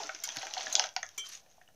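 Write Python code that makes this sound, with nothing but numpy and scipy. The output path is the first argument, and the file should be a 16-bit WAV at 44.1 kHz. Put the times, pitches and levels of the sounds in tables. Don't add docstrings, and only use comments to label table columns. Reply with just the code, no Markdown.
import sys
import numpy as np
from scipy import signal
from scipy.fft import rfft, irfft
from scipy.io import wavfile

SR = 44100
rng = np.random.default_rng(int(sys.argv[2]) if len(sys.argv) > 2 else 0)


def dump(signal):
    limited = np.clip(np.atleast_2d(signal).T, -1, 1)
    pcm = np.round(limited * 32767).astype(np.int16)
    wavfile.write(sys.argv[1], SR, pcm)


def decibels_to_gain(level_db):
    exponent = np.asarray(level_db, float) / 20
    return 10 ** exponent


N = 77175

# pitch_hz [Hz], level_db [dB], t60_s [s to fade by 60 dB]
HOLLOW_MODES = [(586, -9.5, 0.054), (671.7, -4.5, 0.053), (784, -3.5, 0.045), (973, -13, 0.049)]
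# pitch_hz [Hz], level_db [dB], t60_s [s]
SNAP_MODES = [(4900, -5, .011), (5600, 2.5, .008), (6250, 2.5, .010)]
# pitch_hz [Hz], level_db [dB], t60_s [s]
RIM_MODES = [(2850, 4, .012), (3350, 6, .014), (4200, 3, .010)]
# pitch_hz [Hz], level_db [dB]
GRIT_COLOUR = [(650, -53), (1100, -11.5), (1420, -16), (1590, -13), (5300, -10), (6120, -0.5),
               (7550, -19.5), (15500, -33)]

CONTACT_S = 0.0003
BODY_FLOOR_HZ, PORT_EDGE_HZ = 530, 6900


def rms_one(x):
    return x / np.sqrt(np.mean(x ** 2) + 1e-20)


def cut(x, hz, kind):
    return signal.sosfilt(signal.butter(4, hz, kind, fs=SR, output="sos"), x)


def coloured(x, points):
    hz, db = np.transpose(points)
    grid = np.maximum(np.fft.rfftfreq(4096, 1 / SR), 10)
    cepstrum = irfft(np.log(decibels_to_gain(np.interp(np.log(grid), np.log(hz), db))))
    cepstrum[1:2048] *= 2
    cepstrum[2049:] = 0
    return signal.fftconvolve(x, irfft(np.exp(rfft(cepstrum))))[:N]


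def ring(x, hz, t60):
    r = decibels_to_gain(-60 / (t60 * SR))
    w = 2 * np.pi * min(hz, 0.45 * SR) / SR
    return signal.lfilter([0, np.sin(w)], [1, -2 * r * np.cos(w), r * r], x + 1e-18)


def strike(s, db, modes, contact_s, scatter_db, detune=0, twin=0.77):
    phase_scatter, stagger_s = 0.7, 0.0007
    out = np.zeros(N + SR)
    for hz, level_db, t60 in modes:
        n = np.arange(int(min(1.3 * t60 + 8 * contact_s, 0.9) * SR))
        t = n / SR
        luck = rng.standard_normal((len(s), 5))[:, :, None]
        own_hz = hz * (1 + detune * luck[:, 1])
        twin_hz = own_hz + 6.0 / t60 * luck[:, 3]
        wave = np.sin(2 * np.pi * own_hz * t + phase_scatter * luck[:, 2])
        wave = wave + twin * np.sin(2 * np.pi * twin_hz * t + phase_scatter * luck[:, 4])
        late = stagger_s * rng.random((len(s), 1)) * (detune > 0)
        fade = decibels_to_gain(np.asarray(db)[:, None] + level_db - 6 + scatter_db * luck[:, 0] - 60 * t / t60)
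        rise = (1 - np.exp(-t / contact_s)) ** 2
        start = ((np.asarray(s)[:, None] + late) * SR).astype(int)
        np.add.at(out, start + n, wave * fade * rise)
    return out[:N]


def grains(per_s):
    spread_db, clump_db = 3.6, 2.3
    slow = rng.standard_normal(N // 300 + 2)
    clump = rms_one(np.interp(np.arange(N) / 300, np.arange(N // 300 + 2), slow))
    sizes = decibels_to_gain(spread_db * np.minimum(rng.exponential(1, N), 3)) * rng.choice([-1, 1], N)
    return sizes * decibels_to_gain(clump_db * clump) * (rng.random(N) < per_s / SR)


def room(x):
    t60_s, level_db, cut_hz, gap_s = 0.18, -12, 4900, 0.00317
    t = np.arange(SR // 2) / SR
    tail = rng.standard_normal(len(t)) * decibels_to_gain(-60 * t / t60_s) * (t > gap_s)
    tail = signal.sosfilt(signal.butter(1, cut_hz, fs=SR, output="sos"), tail)
    return decibels_to_gain(level_db) * signal.fftconvolve(x, tail / np.linalg.norm(tail))[:N]


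def rattle():
    # start_s [s], level_db [dB], hollow_db [dB]
    loudness = [(0, -40.5, -43.5), (.13, -48.5, -68.5), (0.221, -50.5, -65), (.3, -43.5, -60),
                (.45, -42, -52.5), (.5, -47.5, -58), (.6, -40, -49.5), (.7, -42, -53.5), (0.848, -41, -49),
                (.94, -63, -67.5), (1.15, -59, -74), (1.449, -66, -71.5), (1.75, -73.5, -101)]
    # pitch_hz [Hz], level_db [dB]
    pellet_colour = [(590, -8.5), (1000, -12), (1480, -8.5), (1620, -10.5), (3220, -9.5), (4700, -10.5),
                     (6260, -2.5), (8250, -33), (15500, -43.5)]
    pellets_per_s, boom_hits_per_s, ring_cycles = 2000, 350, 18.0
    base_hz, base_db = 380, -17

    hits = grains(pellets_per_s)
    dealt = rng.integers(0, 24, N)
    hush = 0.1 * rng.standard_normal(N)
    rings = np.zeros(N)
    for k, hz in enumerate(np.geomspace(1000, 15500, 24)):
        push = hits * ((dealt - k) % 8 == 0) + hush * hz / 9000
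        rings += ring(ring(push, hz, ring_cycles / hz), hz, 3.5 / hz) * hz ** 1.95
    rings = cut(coloured(rings, pellet_colour), BODY_FLOOR_HZ, "high")
    rings = rms_one(rings + decibels_to_gain(-1) * room(rings))

    boom = np.zeros(N)
    for hz, level_db, t60 in HOLLOW_MODES:
        boom += decibels_to_gain(level_db) * ring(ring(grains(boom_hits_per_s), hz, t60), hz, 2.0 / hz) * hz
    base = ring(ring(boom, base_hz, 0.02), base_hz, 0.02)
    base = rms_one(base * cut(rng.standard_normal(N), 60, "low"))
    boom = rms_one(cut(boom, BODY_FLOOR_HZ, "high")) + decibels_to_gain(base_db) * base

    s, db, hollow_db = np.transpose(loudness)
    t = np.arange(N) / SR
    return decibels_to_gain(np.interp(t, s, db) - 3.0) * rings + decibels_to_gain(np.interp(t, s, hollow_db)) * boom


def floor_noise():
    # pitch_hz [Hz], level_db [dB]
    hiss_colour = [(25, -6.5), (120, -5.5), (350, -12), (700, -7), (1100, -19), (4800, -23.5),
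                   (6200, -18.5), (7600, -24.5), (15500, -23.5)]
    return decibels_to_gain(-69.5) * rms_one(coloured(rng.standard_normal(N), hiss_colour))


def taps():
    # start_s [s], level_db [dB],
    # pitch_hz [Hz]
    tap_list = [(.001, -42.5, 428), (.045, -42.5, 412), (.145, -51, 380), (.2, -59, 428), (.295, -58, 300),
                (.458, -48.5, 348), (.665, -49, 450), (.676, -51.5, 280), (.748, -46.5, 409),
                (.095, -34, 1430), (0.839, -31.5, 1600), (1.237, -49, 1470), (1.289, -46, 4550),
                (0.039, -38, 1397)]
    t60_s, contact_s = 0.069, 0.0015
    return sum(strike([s], [db], [(hz, 3, t60_s)], contact_s, 0) for s, db, hz in tap_list)


def knocks():
    # start_s [s], level_db [dB], pitch_hz [Hz]
    knock_list = [(0.002, -33, 800), (0.015, -38, 840), (0.092, -32.5, 774), (0.278, -40, 842),
                  (0.361, -43, 690), (0.429, -33, 769), (0.468, -38, 820), (0.507, -40, 847),
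                  (0.569, -28, 741), (0.594, -35, 800), (0.668, -33.5, 626), (0.743, -34.5, 653),
                  (0.779, -26.5, 799), (0.799, -25.5, 745), (0.842, -30, 754), (0.964, -28.5, 729),
                  (1.03, -38.5, 745), (1.463, -52.5, 740), (1.581, -53, 722), (1.614, -52, 722),
                  (1.686, -61.5, 713)]
    contact_s = 0.0004
    s, db, _ = np.transpose(knock_list)
    boom = strike(s, db - 4.5, HOLLOW_MODES, contact_s, 3.2, detune=0.0095)
    for at, level_db, own_hz in knock_list:
        boom += strike([at], [level_db], [(own_hz, 1.5, 0.06)], contact_s, 0)
    return cut(boom, BODY_FLOOR_HZ, "high")


def thumps():
    # start_s [s], level_db [dB]
    thump_list = [
        (0.032, -49.5),
        (0.367, -38),
        (0.458, -67),
        (0.681, -50.5),
        (0.787, -50.5),
        (0.964, -57.5),
        (1.679, -62.5),
    ]
    modes = [(125, 0, 0.056), (300, 0, 0.07)]  # (Hz, dB, t60 s)
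    return cut(strike(*np.transpose(thump_list), modes, 0.004, 0), 100, "high")


def pellets():
    # start_s [s], level_db [dB], pitch_hz [Hz]
    pellet_list = [(0.0334, -32, 5167), (0.0357, -37, 4340), (0.0509, -47, 6000), (0.162, -43, 2160),
                   (0.2022, -34, 6100), (0.253, -28, 5730), (0.2745, -23, 6280), (0.3032, -35, 3273),
                   (0.3622, -41, 1555), (0.3625, -36, 4900), (0.3847, -30, 4980), (0.3865, -29, 3960),
                   (0.4006, -44, 3360), (0.4157, -40, 2460), (0.4522, -34, 6080), (0.4792, -46, 2380),
                   (0.5077, -37, 6201), (0.5096, -38, 4020), (0.5093, -46, 2430), (0.545, -36.5, 4478),
                   (0.5487, -30.5, 6190), (0.5628, -39, 4970), (0.5777, -31.5, 3100), (0.5762, -33, 4380),
                   (0.5808, -28.5, 4190), (0.594, -37.5, 3100), (0.6106, -34.5, 4478),
                   (0.6206, -35.5, 3320), (0.6305, -31.5, 5857), (0.6372, -36.5, 5770),
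                   (0.6615, -25.5, 5870), (0.6635, -38, 4651), (0.668, -34, 1722), (0.668, -35, 5684),
                   (0.6703, -33, 3260), (0.6804, -31, 6029), (0.7104, -38.5, 3310), (0.7315, -38, 6201),
                   (0.7348, -38, 4306), (0.7631, -23, 3950), (0.764, -24, 6201), (0.7675, -32, 3445),
                   (0.809, -27, 5380), (0.82, -27, 5350), (0.8224, -34, 2820), (0.9387, -46, 6300),
                   (0.9748, -42, 1870), (1.0425, -42, 1710), (1.0577, -46, 6500), (1.0646, -34, 6320),
                   (1.2603, -39.5, 4800), (1.2659, -48, 4580), (1.2667, -45, 5650), (1.3229, -43.5, 3660),
                   (1.3487, -42, 3617), (1.3523, -29.5, 6580)]
    cycles, lift_db = 41, 6
    out = np.zeros(N)
    for s, db, hz in pellet_list:
        modes = [(hz, 3, cycles / hz), (hz * 0.859, -6, cycles / hz)]
        out += strike([s], [db + lift_db], modes, CONTACT_S, 0)
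    return cut(out, PORT_EDGE_HZ, "low")


def clacks():
    # start_s [s], snap_db [dB], wall_db [dB], rim_db [dB], air_db [dB]
    clack_list = [(0.07, -34, -67, -60, -75), (0.092, -37, -31.5, -42, -92), (0.1478, -29, -46, -40, -77),
                  (0.2889, -22, -38, -33.5, -50), (0.3612, -37, -53, -64, -43.5),
                  (0.3685, -20.5, -36.5, -28.5, -39.5), (0.4284, -49, -39, -37, -76),
                  (0.4676, -29, -38, -38, -51), (0.5372, -18.5, -78, -30.5, -49),
                  (0.5652, -40, -34, -37, -70), (0.608, -28.5, -40.5, -33, -86),
                  (0.7524, -5, -35.5, -18, -54.5), (0.795, -7.5, -29, -19.5, -46),
                  (0.839, -24.5, -30.5, -29.5, -89), (0.868, -26.5, -42.5, -49, -70),
                  (0.889, -29, -77, -42, -61), (0.9631, -16.5, -31.5, -23.5, -48.5),
                  (1.0299, -35, -33, -37, -66)]
    # start_s [s], snap_db [dB], wall_db [dB], rim_db [dB], air_db [dB]
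    faint_list = [
        (1.0893, -36.5, -63, -53, -54),
    ]
    # pitch_hz [Hz], level_db [dB], t60_s [s]
    wall_modes = [(1493, 2, 0.028), (1671, -4.5, 0.036), (1915, 6.5, 0.017), (2287, 2.5, 0.025)]
    # pitch_hz [Hz], level_db [dB], t60_s [s]
    air_modes = [(8500, 8, .004), (10500, 8, .004), (12500, 8, .004), (14500, 8, .004)]
    s, *levels = np.transpose(clack_list + faint_list)
    parts = []
    for db, modes in zip(levels, (SNAP_MODES, wall_modes, RIM_MODES, air_modes)):
        parts.append(strike(s, db, modes, CONTACT_S, 2.0, detune=0.024))
    snap, wall, rim, air = parts
    return air + cut(cut(snap + wall + rim, PORT_EDGE_HZ, "low"), BODY_FLOOR_HZ, "high")


def clinks():
    # start_s [s], level_db [dB], spray_db [dB]
    clink_list = [
        (0.2365, -23.5, 0),
        (0.7255, -21, -1.5),
        (1.178, -26, -1),
    ]
    # pitch_hz [Hz], level_db [dB], t60_s [s]
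    first_modes = [(1442, -12.5, 0.066), (2200, -10.5, 0.074), (3220, -15, 0.082), (4307, -7, 0.053),
                   (5087, -9, 0.074), (5710, 1, 0.073), (6191, -4, 0.054), (7130, 4.5, 0.037),
                   (8840, -3.5, 0.022), (10740, -8, 0.018), (13000, -2, 0.021), (13600, -7, .017),
                   (14900, -6, .015)]
    # pitch_hz [Hz], level_db [dB], t60_s [s]
    second_modes = [(4070, -5.5, 0.052), (6390, 0.5, 0.043), (6800, 7.5, 0.016), (8400, -35, .04)]
    # pitch_hz [Hz], level_db [dB], t60_s [s]
    last_modes = [(419, -25, 0.19), (1041, -20.5, .1), (1348, -23.5, 0.25), (2338, -9, 0.21),
                  (2200, -16, 0.12), (5030, -24, .08), (5826, 1, 0.09), (6245, -7.5, 0.2),
                  (6870, 3.5, 0.025), (7530, -18, 0.22), (8340, -23, .12), (9442, -21.5, 0.15),
                  (13500, 2.5, 0.013)]
    # pitch_hz [Hz], level_db [dB], t60_s [s]
    swell_modes = [(3130, -1, .3), (3345, -6.5, 0.19)]
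    contact_s, swell_s = 0.0014, 0.008
    spray_level_db, spray_t60_s = -15.5, 0.13
    muted_s, mute_t60_s = 1.25, 0.18

    out, t = np.zeros(N), np.arange(N) / SR
    for (s, db, spray_db), modes in zip(clink_list, (first_modes, second_modes, last_modes)):
        out += strike([s], [db], modes, contact_s, 0, twin=0.6)
        spray = coloured(rng.standard_normal(N), GRIT_COLOUR)
        spray = rms_one(coloured(spray, [(7000, 0.0078), (9000, 8.5)]))
        fade_db = -60 * np.maximum(t - s, 0) / spray_t60_s
        out += spray * (t >= s) * decibels_to_gain(db + spray_db + spray_level_db + fade_db)
    last_s, last_db, _ = clink_list[-1]
    out += strike([last_s], [last_db], swell_modes, swell_s, 0, twin=0)
    return out * decibels_to_gain(-60 * np.maximum(t - muted_s, 0) / mute_t60_s)


def tinkles():
    # start_s [s], level_db [dB], pitch_hz [Hz]
    tinkle_list = [
        (0.3277, -58, 10500),
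        (0.3466, -49, 10600),
        (0.3944, -49, 10650),
        (0.4005, -51, 10700),
        (1.288, -38.5, 11320),
    ]
    t60_s, contact_s = 0.027, 0.0014
    out = np.zeros(N)
    for s, db, hz in tinkle_list:
        modes = [(hz, 4, t60_s), (hz * 9 / 8, -9, t60_s / 2)]
        out += strike([s], [db], modes, contact_s, 0)
    return out


def ticks():
    # start_s [s], level_db [dB], pitch_hz [Hz]
    tick_list = [
        (1.0294, -27.5, 6420),
        (1.462, -54.5, 1750),
        (1.501, -55.5, 6400),
        (1.506, -59, 6270),
        (1.513, -52, 6500),
        (1.614, -46.5, 1820),
        (1.617, -54, 2530),
        (1.677, -49.5, 2956),
        (1.687, -51, 1773),
    ]
    t60_s, crack_db = 0.019, -2
    out = np.zeros(N)
    for s, db, hz in tick_list:
        out += strike([s], [db], [(hz, 3, t60_s)], CONTACT_S, 0)
        out += strike([s], [db + crack_db], RIM_MODES + SNAP_MODES, CONTACT_S, 4.8) / 4
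    return cut(out, BODY_FLOOR_HZ, "high")


def scuffs():
    # middle_s [s], half_length_s [s], level_db [dB]
    scuff_list = [
        (1.265, 0.016, -49),
        (1.297, 0.0083, -50),
        (1.337, 0.017, -46),
        (1.384, 0.019, -59),
    ]
    t = np.arange(N) / SR
    swell = sum(decibels_to_gain(db) * np.exp(-0.5 * ((t - s) / half) ** 2) for s, half, db in scuff_list)
    grit = grains(3000) + 0.43 * rng.standard_normal(N)
    return swell * rms_one(coloured(grit, GRIT_COLOUR))


def scene():
    plastic = taps() + knocks() + pellets() + clacks() + ticks()
    bright = clinks() + tinkles()
    echo = room(plastic + decibels_to_gain(-4.5) * bright)
    mix = rattle() + floor_noise() + thumps() + plastic + bright + scuffs() + echo
    return mix[None]


def low_pass(x):
    return signal.sosfilt(signal.butter(12, 16410, fs=SR, output="sos"), x)


def record(dry):
    top_cut = signal.cheby2(10, 25, 15750, fs=SR, output="sos")
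    finished = signal.sosfilt(top_cut, dry) - 0.0005
    return low_pass(finished)


dry = scene()
out = record(dry)
dump(out)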